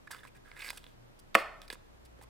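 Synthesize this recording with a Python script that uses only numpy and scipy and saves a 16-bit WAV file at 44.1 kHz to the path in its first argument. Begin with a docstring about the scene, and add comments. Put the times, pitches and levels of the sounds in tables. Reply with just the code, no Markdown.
"""Close in front of a stereo camera in a quiet room: steady hiss, rumble and a low wavering hum.
At once hands slide a toy and a folded leaflet out of a plastic capsule, a little right of centre:
skin and paper rub the shell in dense slip grains, and plastic edges tick as short pushes into its resonances.
The room answers with a short noise tail. Past the middle the cap drops on a table in three quick blows
and rings in decaying modes; a second spell of handling follows, then a few last scuffs and ticks."""
import sys
import numpy as np
from scipy import signal
from scipy.fft import rfft, irfft, next_fast_len
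from scipy.io import wavfile
from scipy.ndimage import uniform_filter1d

SR = 44100
rng = np.random.default_rng(int(sys.argv[2]) if len(sys.argv) > 2 else 0)


def elevation(decibels):
    """Turn decibel levels (scalar or array-like) into linear amplitude ratios."""
    levels = np.asarray(decibels, float)
    return 10 ** (levels / 20)


def pcm_store(signal):
    """Save signal as 16-bit PCM."""
    levels = np.round(np.clip(np.atleast_2d(signal), -1, 1) * 32767)
    wavfile.write(sys.argv[1], SR, levels.astype(np.int16).T)


N = 101297  # length in samples
LEFT_RIGHT = np.array([[1], [-1]])  # opposite sign in the two channels
HANDS_PAN_DB, CAP_PAN_DB = -2.5, -4  # left minus right


def colour(x, points):
    """Filter by (Hz, dB) points joined on a log-frequency axis."""
    n, p = next_fast_len(x.shape[-1]), np.array(points, float)
    hz = np.maximum(np.arange(n // 2 + 1) * SR / n, 1)
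    gain = elevation(np.interp(np.log(hz), np.log(p[:, 0]), p[:, 1]))
    return irfft(rfft(x, n) * gain, n)[..., :x.shape[-1]]


def unit(x):
    """Scale to rms 1."""
    return x / np.sqrt(np.mean(x ** 2))


def walk(rate):
    """Random levels, each held 1 / rate seconds and then slewed by a running mean; rms 1."""
    hold = int(SR / rate)
    steps = np.repeat(rng.standard_normal(N // 40 + 2), hold)[:N]
    return unit(uniform_filter1d(steps, hold))


# Room floor shared by both microphone channels. Each row: frequency in Hz, relative density in dB per Hz.
SHARED_FLOOR = [(20, -13), (60, -1), (125, -3), (250, -8), (600, -10.5), (1500, -17.5), (4000, -26.5),
                (9000, -33), (14000, -34.5), (16000, -50.5)]
# Room floor of opposite sign in the two channels. Each row: frequency in Hz, relative density in dB per Hz.
OPPOSITE_FLOOR = [(20, -9.5), (60, -21.5), (125, -13), (300, -13), (800, -19), (2000, -27), (7000, -39),
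                  (14000, -49.5), (16000, -44.5)]
# Low hum in the room. Each row: frequency in Hz, level in dB rms about which it wavers.
HUM_TONES = [(29.3, -69), (58.8, -72), (117.6, -73.5)]


def background():
    """Hiss and rumble as coloured noise, shared and opposite, with sines wavering in level and phase as hum."""
    waver_db, waver_per_s, phase_rad = 5.5, 4.4, 1.4
    shared_db, opposite_db = -63.5, -60  # rms of each noise
    shared, opposite = rng.standard_normal((2, N))
    t = np.arange(N) / SR
    hum = np.zeros(N)
    for hz, db in HUM_TONES:
        level = np.sqrt(2) * elevation(db + waver_db * walk(waver_per_s))
        hum += level * np.sin(2 * np.pi * hz * t + phase_rad * walk(waver_per_s))
    shared = elevation(shared_db) * unit(colour(shared, SHARED_FLOOR))
    opposite = elevation(opposite_db) * unit(colour(opposite, OPPOSITE_FLOOR))
    return shared + hum + opposite * LEFT_RIGHT


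def ring(x, hz, width_hz):
    """Two-pole resonance, gain 1 at the centre."""
    return signal.lfilter(*signal.iirpeak(hz, hz / width_hz, fs=SR), x)


# Resonances of the hand-held shell and toy.
# Each row: frequency in Hz, width in Hz, level in dB before the contact's weighting.
SHELL_MODES = [(230, 93, 2), (520, 88, 7.5), (970, 130, 7.5), (1300, 420, 1.5), (1650, 119, 6.5),
               (2056, 110, 3), (2450, 170, 3.5), (2900, 400, -5), (3500, 210, 0.5), (3886, 470, -5.5),
               (4900, 220, -4.5)]


def shell(force, hz, skirt_db):
    """The shell's resonances, weighted around the contact's pitch; the grip bends the nearest one onto it."""
    focus_oct, octave_db = 0.45, 5  # width of the favoured region; lift of an octave above over the skirt

    def near(f):
        return np.exp(-(np.log2(f / hz) / focus_oct) ** 2)

    def weight(f):
        octave_above = elevation(skirt_db + octave_db) * near(f / 2)
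        skirt = elevation(skirt_db) * min(2 * f / hz, 1)  # lower still for the deep resonances
        return max(near(f), octave_above, skirt)

    bent = np.argmin([abs(np.log(f / hz)) for f, _, _ in SHELL_MODES])
    body = 0
    for k, (f, width_hz, db) in enumerate(SHELL_MODES):
        centre = hz if k == bent else f
        body = body + (-1) ** k * elevation(db) * ring(force * weight(f), centre, width_hz)
    return body


# Bright scratch of every contact. Each row: frequency in Hz, relative density in dB per Hz.
SCRATCH_COLOUR = [(1500, -27.5), (3000, -2), (5000, 3), (6600, -3), (8000, 3.5), (10500, -1), (13000, -5.5),
                  (16000, -4.5)]


def scratch(noise):
    """Bright contact noise, coloured and scaled to rms 1."""
    return unit(colour(noise, SCRATCH_COLOUR))


# Scuffs of skin and paper, close to the camera. Each row: start in seconds, length in ms,
# body level in dB rms, pitch in Hz, scratch level in dB re the body level.
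SCUFF_EVENTS = [(0.072, 7.7, -45.5, 1700, -21), (0.108, 31, -46.5, 1700, -1.5),
                (0.13, 45.5, -52.5, 1576, -9.5), (0.161, 77, -60.5, 1700, -6.5),
                (0.187, 9, -58.5, 3500, -32), (0.229, 47, -54.5, 1650, -12.5), (0.268, 29, -60, 2450, -6.5),
                (0.346, 44, -63.5, 1940, -6), (0.439, 280, -62, 1650, -12.5), (0.556, 105, -58, 2110, -8.5),
                (0.589, 20, -54, 2470, -8.5), (0.604, 22, -52.5, 4370, -10), (0.6173, 24.4, -45, 2370, -12),
                (0.636, 56, -48, 2260, -5.5), (0.669, 8.7, -51, 2300, -12), (0.677, 17, -47.5, 2040, -3),
                (0.694, 24.3, -47, 4900, -3), (0.711, 104, -62.5, 1570, 1.5),
                (0.771, 15.5, -52, 2900, -0.5), (.79, 184, -70, 3400, -3.5),
                (1.189, 19.3, -72.5, 3500, 11.5), (1.37, 68, -54, 4734, -0.5), (1.618, 58, -65, 3100, -4),
                (1.678, 12, -56, 4950, -5), (1.703, 31, -52.5, 2900, -3.5), (1.725, 16.4, -51.5, 1720, 4.5),
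                (1.737, 20, -61, 2750, 0), (2.048, 28, -70.5, 2620, 5.5), (2.184, 13.8, -58, 520, -38),
                (2.213, 9.9, -55, 840, -7), (2.222, 28, -61.5, 1030, -0.5)]


def rubbing():
    """Dense slip grains of uneven size drive the shell and a scratch; each scuff swells, holds and fades."""
    grains_per_s, grain_spread_db = 5000, 1.2
    body_flicker_db, scratch_flicker_db = 2.0, 1.2
    swell, fade = 0.073, 0.57  # shares of the length
    skirt_db, tail = -10, 1024  # tail in samples, for the shell to ring on
    out = np.zeros(N + SR)
    slips = rng.random((2, N)) < grains_per_s / SR
    grains = slips * rng.standard_normal((2, N))
    flicker_db = np.array([body_flicker_db * walk(250), scratch_flicker_db * walk(200)])
    grains = grains * elevation(grain_spread_db * rng.exponential(size=(2, N)) + flicker_db)
    bright = scratch(grains[1])
    for s, ms, db, hz, scratch_db in SCUFF_EVENTS:
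        i, n = int(s * SR), int(ms * SR / 1000)
        span = slice(i, i + n + tail)
        place = np.arange(n + tail) / n
        ramp = np.clip(np.minimum(place / swell, (1 - place) / fade), 0, 1)
        shape = np.sin(np.pi / 2 * ramp) ** 2
        # a soft scuff with little scratch keeps closer to its pitch
        body = shell(grains[0, span] * shape, hz, skirt_db + min(scratch_db, 0) * 0.5)
        body = body / np.sqrt(np.sum(body ** 2) / np.sum(shape ** 2))
        out[span] += elevation(db) * (body + elevation(scratch_db) * bright[span] * shape)
    return out[:N]


# Scatter around the camera body. Each row: frequency in Hz, gain in dB.
PORT_SCATTER = [(300, -18), (1500, -8.5), (3000, -16), (5000, -5), (12000, -4.5)]


def ports(x, pan_db):
    """Pan, plus short scatter round the camera body that reaches its two ports with opposite sign."""
    decay_ms = 1.5
    scatter = rng.standard_normal(256) * np.exp(-np.arange(256) * 1000 / SR / decay_ms)
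    scatter = scatter / np.sqrt(np.sum(scatter ** 2))
    side = colour(signal.lfilter(scatter, 1, x), PORT_SCATTER)
    return (x + side * LEFT_RIGHT) * elevation(pan_db * LEFT_RIGHT / 2)


# Tail of the room. Each row: frequency in Hz, level in dB, t60 in seconds.
ROOM_TAIL = [(190.4, -15.5, .25), (520, -4.5, 0.56), (1200, -8.5, 0.63), (2585, -10.5, 0.46),
             (3727, -6, 0.43), (5860, -8.5, 0.418), (10000, -14, 0.31)]


def room(x):
    """A noise tail whose level and decay change smoothly with frequency, partly alike in both channels."""
    gap_s, likeness = 0.0014, 0.75  # silence before the tail, which then fades in over as long again
    t = np.arange(SR // 2) / SR
    mid, side = rng.standard_normal((2, len(t)))
    pair = rfft(np.sqrt(1 + likeness) * mid + np.sqrt(1 - likeness) * side * LEFT_RIGHT)
    log_hz = np.log(np.arange(1, pair.shape[1] + 1) * SR / len(t))
    centres = np.log([row[0] for row in ROOM_TAIL])
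    tail = 0
    for share, (_, db, t60) in zip(np.eye(len(ROOM_TAIL)), ROOM_TAIL):
        band = irfft(pair * np.interp(log_hz, centres, share), len(t))
        decay = np.exp(-np.log(1000) * t / t60) / np.sqrt(SR * t60 / np.log(1000))
        tail = tail + elevation(db) * band * decay
    tail = tail * np.clip(t / gap_s - 1, 0, 1)
    return signal.fftconvolve(x[None], tail, axes=1)[:, :N]


# Ticks of hard plastic edges, close to the camera. Each row: start in seconds, body peak in dB,
# pitch in Hz, scratch level in dB re that peak.
TICK_EVENTS = [(0.1063, -40, 930, -41), (0.111, -45, 1670, -12), (0.147, -35, 1300, -38),
               (.251, -42, 1020, -17), (0.515, -39, 2250, -29), (0.5659, -40.5, 1940, -37),
               (0.6448, -34, 2460, -33), (0.689, -31.5, 4900, -15.5), (0.7034, -24.5, 2083, -12),
               (0.73, -39.5, 860, -14), (0.8411, -40.5, 3430, -15), (0.8654, -41.5, 3460, -37),
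               (1.3450, -25.5, 3740, -14.5), (1.6172, -39, 3500, -9.5), (1.7015, -29, 4070, -27),
               (1.7011, -31.5, 1720, -13), (1.704, -35.5, 461, -30), (1.7266, -40, 4900, -6),
               (1.7289, -37.5, 245, -32), (1.7542, -45, 1200, -22), (2.212, -47, 1700, -24),
               (2.237, -58.5, 1463, -2.5)]


def ticks():
    """Each tick is a very short rough push into the shell with a bright scratch on top."""
    contact_ms, rise_share, roughness = 1, 0.68, 0.05  # decay; rise as a share of it; chatter after touch
    skirt_db, n = -11, 2048
    out, ms = np.zeros(N + n), np.arange(n) * 1000 / SR
    push = (1 - np.exp(-ms / (rise_share * contact_ms))) * np.exp(-ms / contact_ms)
    noises = rng.standard_normal((len(TICK_EVENTS), 2, n))
    for (s, db, hz, scratch_db), (chatter, hiss) in zip(TICK_EVENTS, noises):
        force = signal.unit_impulse(n) + roughness * chatter * push
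        body = shell(force, hz, skirt_db)
        top = scratch(hiss) * push / push.max()
        i = int(s * SR)
        out[i:i + n] += elevation(db) * (body / np.abs(body).max() + elevation(scratch_db) * top)
    return out[:N]


# Blows of the dropped cap on the table. Each row: start in seconds, level in dB.
CAP_BLOWS = [(1.3507, -9.5), (1.3516, -10), (1.3540, -14.5)]
# Modes of cap and table. Each row: frequency in Hz, level in dB re the blow before build-up, t60 in seconds.
CAP_MODES = [(216, -22, 0.079), (320, -28, 0.13), (472, -13.5, 0.12), (541.7, -11, 0.14), (684, -2, 0.078),
             (980, -20, 0.049), (1126, -16, 0.094), (1259, -5, 0.017), (1433, -2, 0.018),
             (1620, -13.5, 0.036), (1810, -0.5, 0.018), (1940, -24, 0.03), (2210, -14.5, 0.012),
             (2640, 1, 0.013), (3010, -20, 0.018), (3500, -27, 0.0027), (4200, -20, 0.01)]


def cap_drop():
    """The cap's rim meets the table in quick blows; each rings the same modes, sign turning every second one."""
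    crack_db, crack_ms = -17.5, 2.9
    rise_cycles = 0.4  # each mode builds up over part of its own period, so the lows come late
    cap_low_cut_hz = 70.5
    out, t = np.zeros(N), np.arange(N) / SR
    for (s, db), noise in zip(CAP_BLOWS, rng.standard_normal((len(CAP_BLOWS), N))):
        age = np.maximum(t - s, 0)
        modes = np.zeros(N)
        for k, (hz, mode_db, t60) in enumerate(CAP_MODES):
            envelope = np.exp(-np.log(1000) * age / t60) * (1 - np.exp(-age * hz / rise_cycles))
            modes += (-1) ** (k // 2) * elevation(mode_db) * np.sin(2 * np.pi * hz * age) * envelope
        crack = elevation(crack_db) * scratch(noise) * np.exp(-age * 1000 / crack_ms) * (t >= s)
        out += elevation(db) * (modes + crack)
    return signal.sosfilt(signal.butter(2, cap_low_cut_hz, "high", fs=SR, output="sos"), out)


def scene():
    """Hands and cap a little right of centre, with the room and its floor."""
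    hands_room_db = -9  # the hands are nearer than the table, so drier
    feed_fade_ms = 11  # the cap's feed to the room fades over this time, so its tail is noisy, not tonal
    hands, cap = ticks() + rubbing(), cap_drop()
    age = np.maximum(np.arange(N) / SR - CAP_BLOWS[0][0], 0)
    cap_feed = cap * np.exp(-age * 1000 / feed_fade_ms)
    direct = ports(hands, HANDS_PAN_DB) + ports(cap, CAP_PAN_DB)
    # the tail leans half as far to the right as the hands
    tail = room(hands * elevation(hands_room_db) + cap_feed) * elevation(HANDS_PAN_DB * LEFT_RIGHT / 4)
    return direct + tail + background()


def band_limit(x):
    """A steep low-pass at the top of the band."""
    return signal.sosfilt(signal.butter(12, 16690, fs=SR, output="sos"), x)


def record(dry):
    """The camera cuts the treble steeply above 15.7 kHz."""
    low_pass = signal.ellip(8, 0.2, 70, 15700, fs=SR, output="sos")
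    mix = signal.sosfilt(low_pass, dry)
    return band_limit(mix)


dry = scene()
out = record(dry)
pcm_store(out)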